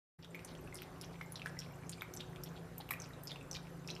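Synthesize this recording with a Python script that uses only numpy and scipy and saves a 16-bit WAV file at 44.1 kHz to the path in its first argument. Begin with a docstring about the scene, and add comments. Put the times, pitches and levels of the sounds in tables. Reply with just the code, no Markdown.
"""Cat drinking from a fountain

In a small room, a pump hums and a thin stream trickles into a plastic bowl, making tiny ringing bubbles.
A cat laps about three and a half times a second. Each lap is a few sharp ticks and pops of the tongue,
a wet crackle that falls in pitch, and sometimes the plop of a drop falling back."""
import sys
import numpy as np
from scipy import signal
from scipy.fft import rfft, irfft
from scipy.io import wavfile
from scipy.ndimage import uniform_filter1d

SR = 44100
rng = np.random.default_rng(int(sys.argv[2]) if len(sys.argv) > 2 else 0)


def generate_wav(signal):
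    """Clip the signal to [-1, 1] and save it as 16-bit WAV at the path in sys.argv[1]."""
    frames = np.transpose(np.atleast_2d(signal))
    scaled = np.clip(frames, -1, 1) * 32767
    pcm = np.round(scaled).astype(np.int16)
    wavfile.write(sys.argv[1], SR, pcm)


N = 176400

# Tone of the room's air and the running water: pitch_hz, relative_db
WASH_TONE = [(27, -24), (36, 3.5), (100, 6), (210, 1.5), (400, 3), (700, -1.5), (1500, -7), (2400, -16.5),
             (6000, -22.5), (10000, -26), (14000, -28)]
# Notes of the pump's hum: shaft_multiple, level_db, unsteadiness (0 to 1)
PUMP_HUM = [(4, -63.3, .35), (5, -58.3, .45), (6, -56, .45), (18, -73, .3)]
# The pump's whine comes and goes: time_s, level_db
PUMP_WHINE = [(.3, -67.5), (.8, -59.5), (1.4, -77.5), (2.4, -58), (3.1, -83.5), (4, -59)]
# Notes of the housing, shaken by the pump: pitch_hz, width_hz, level_db
HOUSING_NOTES = [(58.3, 19, -68), (162, 4.9, -63), (271.5, 24.4, -65.5), (756, 7, -74)]
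# How long the room's echo takes to fade by 60 dB: pitch_hz, fade_s
ROOM_FADE = [(2000, 0.5), (6000, 0.26), (13000, 0.16)]
# Sound bouncing off the bowl and the wall: delay_ms, gain_db
CLOSE_ECHOES = [(2.1, -18), (4.6, -10), (10.3, -13)]
# Notes the bowl rings at: pitch_hz, gain_db
BOWL_NOTES = [(1708, 0.5), (1902, -1), (2385, 1), (5550, -2)]
# Small bubbles bursting at the tongue: start_s, pitch_hz, level_db, decay_ms
TONGUE_POPS = [(0.246, 3450, -35, 0.63), (0.3923, 2440, -41.5, 0.73), (.4470, 6180, -47, 1.5),
               (0.5513, 3100, -43.5, 0.75), (.7550, 5060, -43.5, 1.3), (0.8196, 2450, -37.5, 0.5),
               (1.0125, 5180, -39.5, 0.73), (1.3216, 10200, -38, 1.4), (1.3567, 4010, -37.5, 1.6),
               (1.396, 3020, -43.5, 1.1), (1.4180, 2630, -37, 1.9), (1.5896, 5570, -35, 2.7),
               (1.602, 5300, -41.5, 1.5), (1.8943, 6820, -33.5, 0.37), (2.01, 3550, -38.5, 1),
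               (2.138, 5800, -38.5, 0.43), (2.1648, 7700, -43.5, 2.3), (2.172, 5900, -39, 1.3),
               (2.2075, 3640, -36, 1.5), (2.3603, 2870, -40.5, 0.24), (2.4356, 5560, -41, 2),
               (2.4407, 5630, -50, 0.81), (2.8900, 2740, -42, 0.91), (3.0004, 6320, -39.5, 2),
               (3.0192, 5840, -39, 1.4), (3.134, 3900, -50.5, 2.6), (3.2719, 5380, -38, 1.7),
               (3.278, 5010, -39.5, 2.9), (3.3094, 3860, -44, 2.2), (3.3165, 3590, -37.5, 2.1),
               (3.3588, 2700, -41, 2.1), (3.5124, 6030, -34, 1.9), (3.5298, 5500, -39, 2.7),
               (3.542, 5100, -40, 1.1), (3.5484, 3050, -39.5, 1.4), (3.5588, 2420, -46.5, 4.9),
               (3.5675, 3740, -37.5, 0.83), (3.6700, 2500, -48, .8), (3.8753, 5340, -38, 1.1),
               (3.8880, 2630, -38.5, 3), (3.9024, 4030, -34, 1.8), (3.9197, 3860, -55, 0.8),
               (3.9515, 5300, -43.5, 1.5), (3.9642, 2750, -39, 0.62)]
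# Drops falling back and air gulped under the tongue: start_s, pitch_hz, level_db, decay_ms
PLOPS = [(.3460, 2230, -38, 2.2), (.3520, 2400, -43, 3), (.6745, 2580, -47.5, 1.9), (.7255, 2095, -45, 5.3),
         (1.2103, 1380, -37, 0.53), (1.2125, 2140, -36, 2.1), (1.4592, 1650, -29.5, 1.7),
         (1.4698, 1610, -33.5, 0.76), (1.5692, 2020, -48.5, 8.2), (2.0195, 2250, -36.5, 2.3),
         (2.0200, 1400, -33, 0.52), (2.8010, 807, -43, 4.1), (2.9083, 2280, -28, 1.2),
         (2.9092, 1170, -33, 2.1), (2.9191, 1910, -37, 2.6), (2.9364, 2480, -35, 1.7),
         (3.4110, 2580, -48, 2.9)]
# The wet tongue parting from the water or the lips: start_s, pitch_hz, level_db
TONGUE_TICKS = [(0.35, 13600, -52), (0.448, 9400, -41.5), (0.7442, 9800, -41), (0.754, 8900, -44.5),
                (0.767, 10700, -49.5), (.8195, 13600, -46.5), (1.0132, 10640, -43.5), (1.4600, 10400, -50),
                (1.5897, 8400, -49), (1.894, 8600, -38.5), (1.916, 8950, -46), (2.02, 13600, -44.5),
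                (2.139, 13400, -47), (2.151, 11400, -48), (2.4374, 13100, -40.5), (2.7808, 13800, -39),
                (2.8896, 13400, -52), (2.9073, 13800, -32.5), (2.908, 3800, -46), (2.911, 12600, -35.5),
                (2.928, 12400, -40), (3.235, 12300, -44), (3.2530, 12700, -49.5)]
# The mouth closing on the water: start_s, length_s, level_db, pitch_hz
MOUTH_CRACKLES = [(0.224, 0.022, -58, 3320), (0.473, 0.054, -63.5, 4270), (0.764, 0.073, -60.5, 3840),
                  (1.019, 0.032, -58, 3650), (1.127, 0.03, -66.5, 3400), (1.355, 0.023, -55.5, 4100),
                  (1.45, 0.047, -66.5, 8800), (1.608, 0.048, -61, 4080), (1.92, 0.021, -55, 4260),
                  (2.189, 0.022, -54.5, 3420), (2.46, 0.017, -60, 3870), (2.559, 0.028, -63, 3300),
                  (2.802, 0.018, -57, 3630), (3.035, 0.025, -59.5, 4400), (3.293, 0.025, -53.5, 3240),
                  (3.54, 0.031, -51, 4170), (3.884, 0.03, -53, 3670)]
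# The sound rises quickly out of silence: time_s, gain_db
FADE_IN = [(.18, -70), (.189, -7), (.28, -4.5), (.37, 0)]

# A glide is how far a bubble's pitch climbs in one decay time, as a fraction of that pitch.
POP_RISE_MS, POP_GLIDE = 0.43, 0.054
DROP_RISE_MS, DROP_GLIDE = 0.64, 0.011


def amp(db):
    """Turns decibels into a number to multiply by."""
    return 10 ** (np.asarray(db) / 20)


def unit(x):
    """Scales a sound so its average strength (rms) is 1."""
    return x / np.sqrt(np.mean(x ** 2) + 1e-20)


def look_up(table, hz):
    """Finds a table's value at any pitch, blending between rows."""
    pitches, values = np.transpose(table)
    return np.interp(np.log(hz + 1), np.log(pitches), values)


def add(mix, start_s, sound):
    """Mixes a sound in at a given time."""
    part = mix[max(round(start_s * SR), 0):][:len(sound)]
    part += sound[:len(part)]


def noise(shape, size=N):
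    """Noise of strength 1; shape(hz) says how much of each pitch it holds."""
    white = rng.standard_normal(size)
    return unit(irfft(rfft(white) * shape(np.fft.rfftfreq(size, 1 / SR)), size))


def wash(level_db=-55.5, patchy_db=2.0):
    """The soft rush of the room and the running water, in drifting patches."""
    steady = noise(lambda f: amp(look_up(WASH_TONE, f)))
    _, _, spectrum = signal.stft(steady, SR, nperseg=1024)
    patches = uniform_filter1d(rng.standard_normal(spectrum.shape), size=14, axis=0)  # blur over pitch
    patches = unit(uniform_filter1d(patches, size=4, axis=1))  # blur over time
    _, rush = signal.istft(spectrum * amp(patchy_db * patches), SR)
    return amp(level_db) * unit(rush[:N])


def pump(shaft_hz=28.11, whine_multiple=13, waver_hz=1.5):
    """The spinning shaft hums and whines at multiples of its speed, and the housing rings along."""
    t = np.arange(N) / SR
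    whine = unit(np.sin(2 * np.pi * whine_multiple * shaft_hz * t))
    out = amp(np.interp(t, *np.transpose(PUMP_WHINE))) * whine
    for multiple, db, unsteady in PUMP_HUM:
        swell, sway = (noise(lambda f: 1 / (1 + (f / waver_hz) ** 2)) for _ in range(2))
        turn = 2 * np.pi * (multiple * shaft_hz * t + rng.random())
        out += amp(db) * unit((1 + unsteady * swell) * np.sin(turn) + unsteady * sway * np.cos(turn))
    for hz, width, db in HOUSING_NOTES:
        out += amp(db) * noise(lambda f: 1 / (1 + ((f - hz) / width) ** 2))
    return out


def room_tail(x, build_ms=4):
    """Many echoes blur into a short tail whose high notes fade first."""
    hz, t, spectrum = signal.stft(rng.standard_normal(SR // 2), SR, nperseg=256)
    fade = amp(-60 * t / look_up(ROOM_FADE, hz)[:, None])
    _, tail = signal.istft(spectrum * fade, SR)
    ms = np.arange(len(tail)) * 1000 / SR
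    tail *= 1 - np.exp(-(ms / build_ms) ** 2)
    return signal.fftconvolve(x, tail / np.linalg.norm(tail))[:N]


def bowl(x, fade_s=0.4):
    """The plastic bowl rings on at its own notes after each splash."""
    t = np.arange(SR // 2) / SR
    fade = amp(-60 * t / fade_s)
    ring = sum(amp(db) * np.sin(2 * np.pi * hz * t) for hz, db in BOWL_NOTES)
    return signal.fftconvolve(x, 2 * ring * fade / fade.sum())[:N]


def room(x, tail_db=-11):
    """A sound together with the ringing bowl, the room's tail and close echoes."""
    out = x + bowl(x) + amp(tail_db) * room_tail(x)
    for delay_ms, db in CLOSE_ECHOES:
        add(out, delay_ms / 1000, amp(db) * x)
    return out


def bubble(hz, decay_ms, rise_ms, glide):
    """Air trapped in water rings like a tiny bell, its pitch creeping up as it fades."""
    ms = np.arange(0, 7 * decay_ms + rise_ms, 1000 / SR)
    loudness = (1 - np.exp(-(ms / rise_ms) ** 2)) * np.exp(-ms / decay_ms)
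    pitch = hz * (1 + glide * (ms / decay_ms - 1))
    return loudness / loudness.max() * np.sin(2 * np.pi * np.cumsum(pitch) / SR)


def trickle(per_s=350, hz=1410, spread=0.735, decay_ms=1.4, scatter_db=6.5, level_db=-70):
    """The stream makes small bubbles at random where it meets the bowl."""
    out = np.zeros(N)
    for when, pitch, size, ring in rng.random((1500, 4))[:int(per_s * N / SR)]:
        note = hz * np.exp(spread * 2 * (pitch - .5))
        strength = amp(scatter_db * min(-np.log(size), 4))  # most are quiet, a few are loud
        add(out, when * N / SR, strength * bubble(note, decay_ms * (.5 + ring), DROP_RISE_MS, DROP_GLIDE))
    return amp(level_db) * unit(out)


def spray(per_s=63, hz=8780, spread=0.4, decay_ms=1, scatter_db=4, gain_db=-68):
    """Fine spray around the stream makes faint, high ticks."""
    out = np.zeros(N)
    for when, pitch, size in rng.random((400, 3))[:int(per_s * N / SR)]:
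        note = hz * np.exp(spread * 2 * (pitch - .5))
        strength = amp(scatter_db * min(-np.log(size), 3))
        add(out, when * N / SR, strength * bubble(note, decay_ms, POP_RISE_MS, DROP_GLIDE))
    return amp(gain_db) * out


def burst(hz, decay_ms, rise_ms, glide, snap_db=-15, snap_ms=1):
    """A thin skin of water snaps and sets a bubble ringing."""
    ring = bubble(hz, decay_ms, rise_ms, glide)
    age = np.arange(len(ring)) * 1000 / SR / snap_ms
    snap = noise(lambda f: f / (f + hz) / (1 + (f / (2.32 * hz)) ** 2) ** 2, size=1024)
    return ring + amp(snap_db) * np.resize(snap, len(ring)) * age * np.exp(1 - age)


def tick(hz, decay_ms=0.86, width=0.56, hiss_db=-3, fizz_gain=0.072, fizz_ms=5.3):
    """The tongue pulls free: a tiny bubble pings inside a short hiss, with a brief fizz after it."""
    hiss = noise(lambda f: 1 / (1 + ((f / hz - 1) / width) ** 2) ** 2, size=1024)
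    ms = np.arange(len(hiss)) * 1000 / SR
    hit = (ms / decay_ms) ** 2 * np.exp(-ms / decay_ms)
    fizz = fizz_gain * ms / fizz_ms * np.exp(1 - ms / fizz_ms)
    out = amp(hiss_db) * hiss * (hit + fizz)
    add(out, 0, bubble(hz, decay_ms, POP_RISE_MS, POP_GLIDE))
    return out


def crackle(length_s, hz, per_s=480, spread=0.25, fall=0.12, decay_ms=0.44, scatter_db=5.5):
    """The mouth closes: a quick run of tiny bubbles bursts, lower in pitch towards the end."""
    out = np.zeros(round(length_s * SR) + 256)
    draws = rng.standard_normal((120, 3))[:int(length_s * per_s)]
    for k, (late, pitch, size) in enumerate(draws):
        start_s = (k + abs(late)) / per_s
        note = hz * np.exp(spread * np.clip(pitch, -2, 2) - fall * (start_s / length_s - .5))
        add(out, start_s, amp(scatter_db * size) * bubble(note, decay_ms, decay_ms / 2, POP_GLIDE))
    return unit(out)


def laps(overtone_ratio=1.32, overtone_db=-10):
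    """The cat's tongue and mouth stir up pops, plops, ticks and crackles."""
    out = np.zeros(N)
    for start_s, hz, db, decay_ms in TONGUE_POPS:
        add(out, start_s, amp(db) * burst(hz, decay_ms, POP_RISE_MS, POP_GLIDE))
        overtone = bubble(overtone_ratio * hz, decay_ms / 2, POP_RISE_MS, POP_GLIDE)
        add(out, start_s, amp(db + overtone_db) * overtone)
    for start_s, hz, db, decay_ms in PLOPS:
        add(out, start_s, amp(db) * burst(hz, decay_ms, DROP_RISE_MS, DROP_GLIDE))
    for start_s, hz, db in TONGUE_TICKS:
        add(out, start_s, amp(db) * tick(hz))
    for start_s, length_s, db, hz in MOUTH_CRACKLES:
        add(out, start_s, amp(db) * crackle(length_s, hz))
    return out


def scene(wide_hz=8900, wide_octaves=0.49, wide_hiss_db=-77.5, wide_tail_db=-22.5):
    """Cat, stream and pump sit in the middle; only high hiss and room tail spread left and right."""
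    stream = trickle()
    background = wash() + pump()
    water = stream + laps() + spray()
    middle = background + room(water)
    hz = np.fft.rfftfreq(N, 1 / SR)
    high_band = np.exp(-(np.log2((hz + 1) / wide_hz) / wide_octaves) ** 2 / 2)
    side = amp(wide_hiss_db) * noise(lambda f: high_band)
    side += amp(wide_tail_db) * irfft(rfft(room_tail(water)) * high_band, N)
    return np.array([middle + side, middle - side])


def record(dry, peak_hz=13650, width_hz=500, peak_db=4, cutoff_hz=14330):
    """The microphone lifts one high band; the sound fades in and its very top is cut off."""
    hz = np.fft.rfftfreq(N, 1 / SR)
    lift = amp(peak_db / (1 + ((hz - peak_hz) / width_hz) ** 2))
    bright = irfft(rfft(dry) * lift, N)
    fade_in = amp(np.interp(np.arange(N) / SR, *np.transpose(FADE_IN)))
    low_pass = signal.firwin(301, cutoff_hz, window=("kaiser", 8), fs=SR)
    return signal.oaconvolve(bright * fade_in, low_pass[None], "same")


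dry = scene()
out = record(dry)
generate_wav(out)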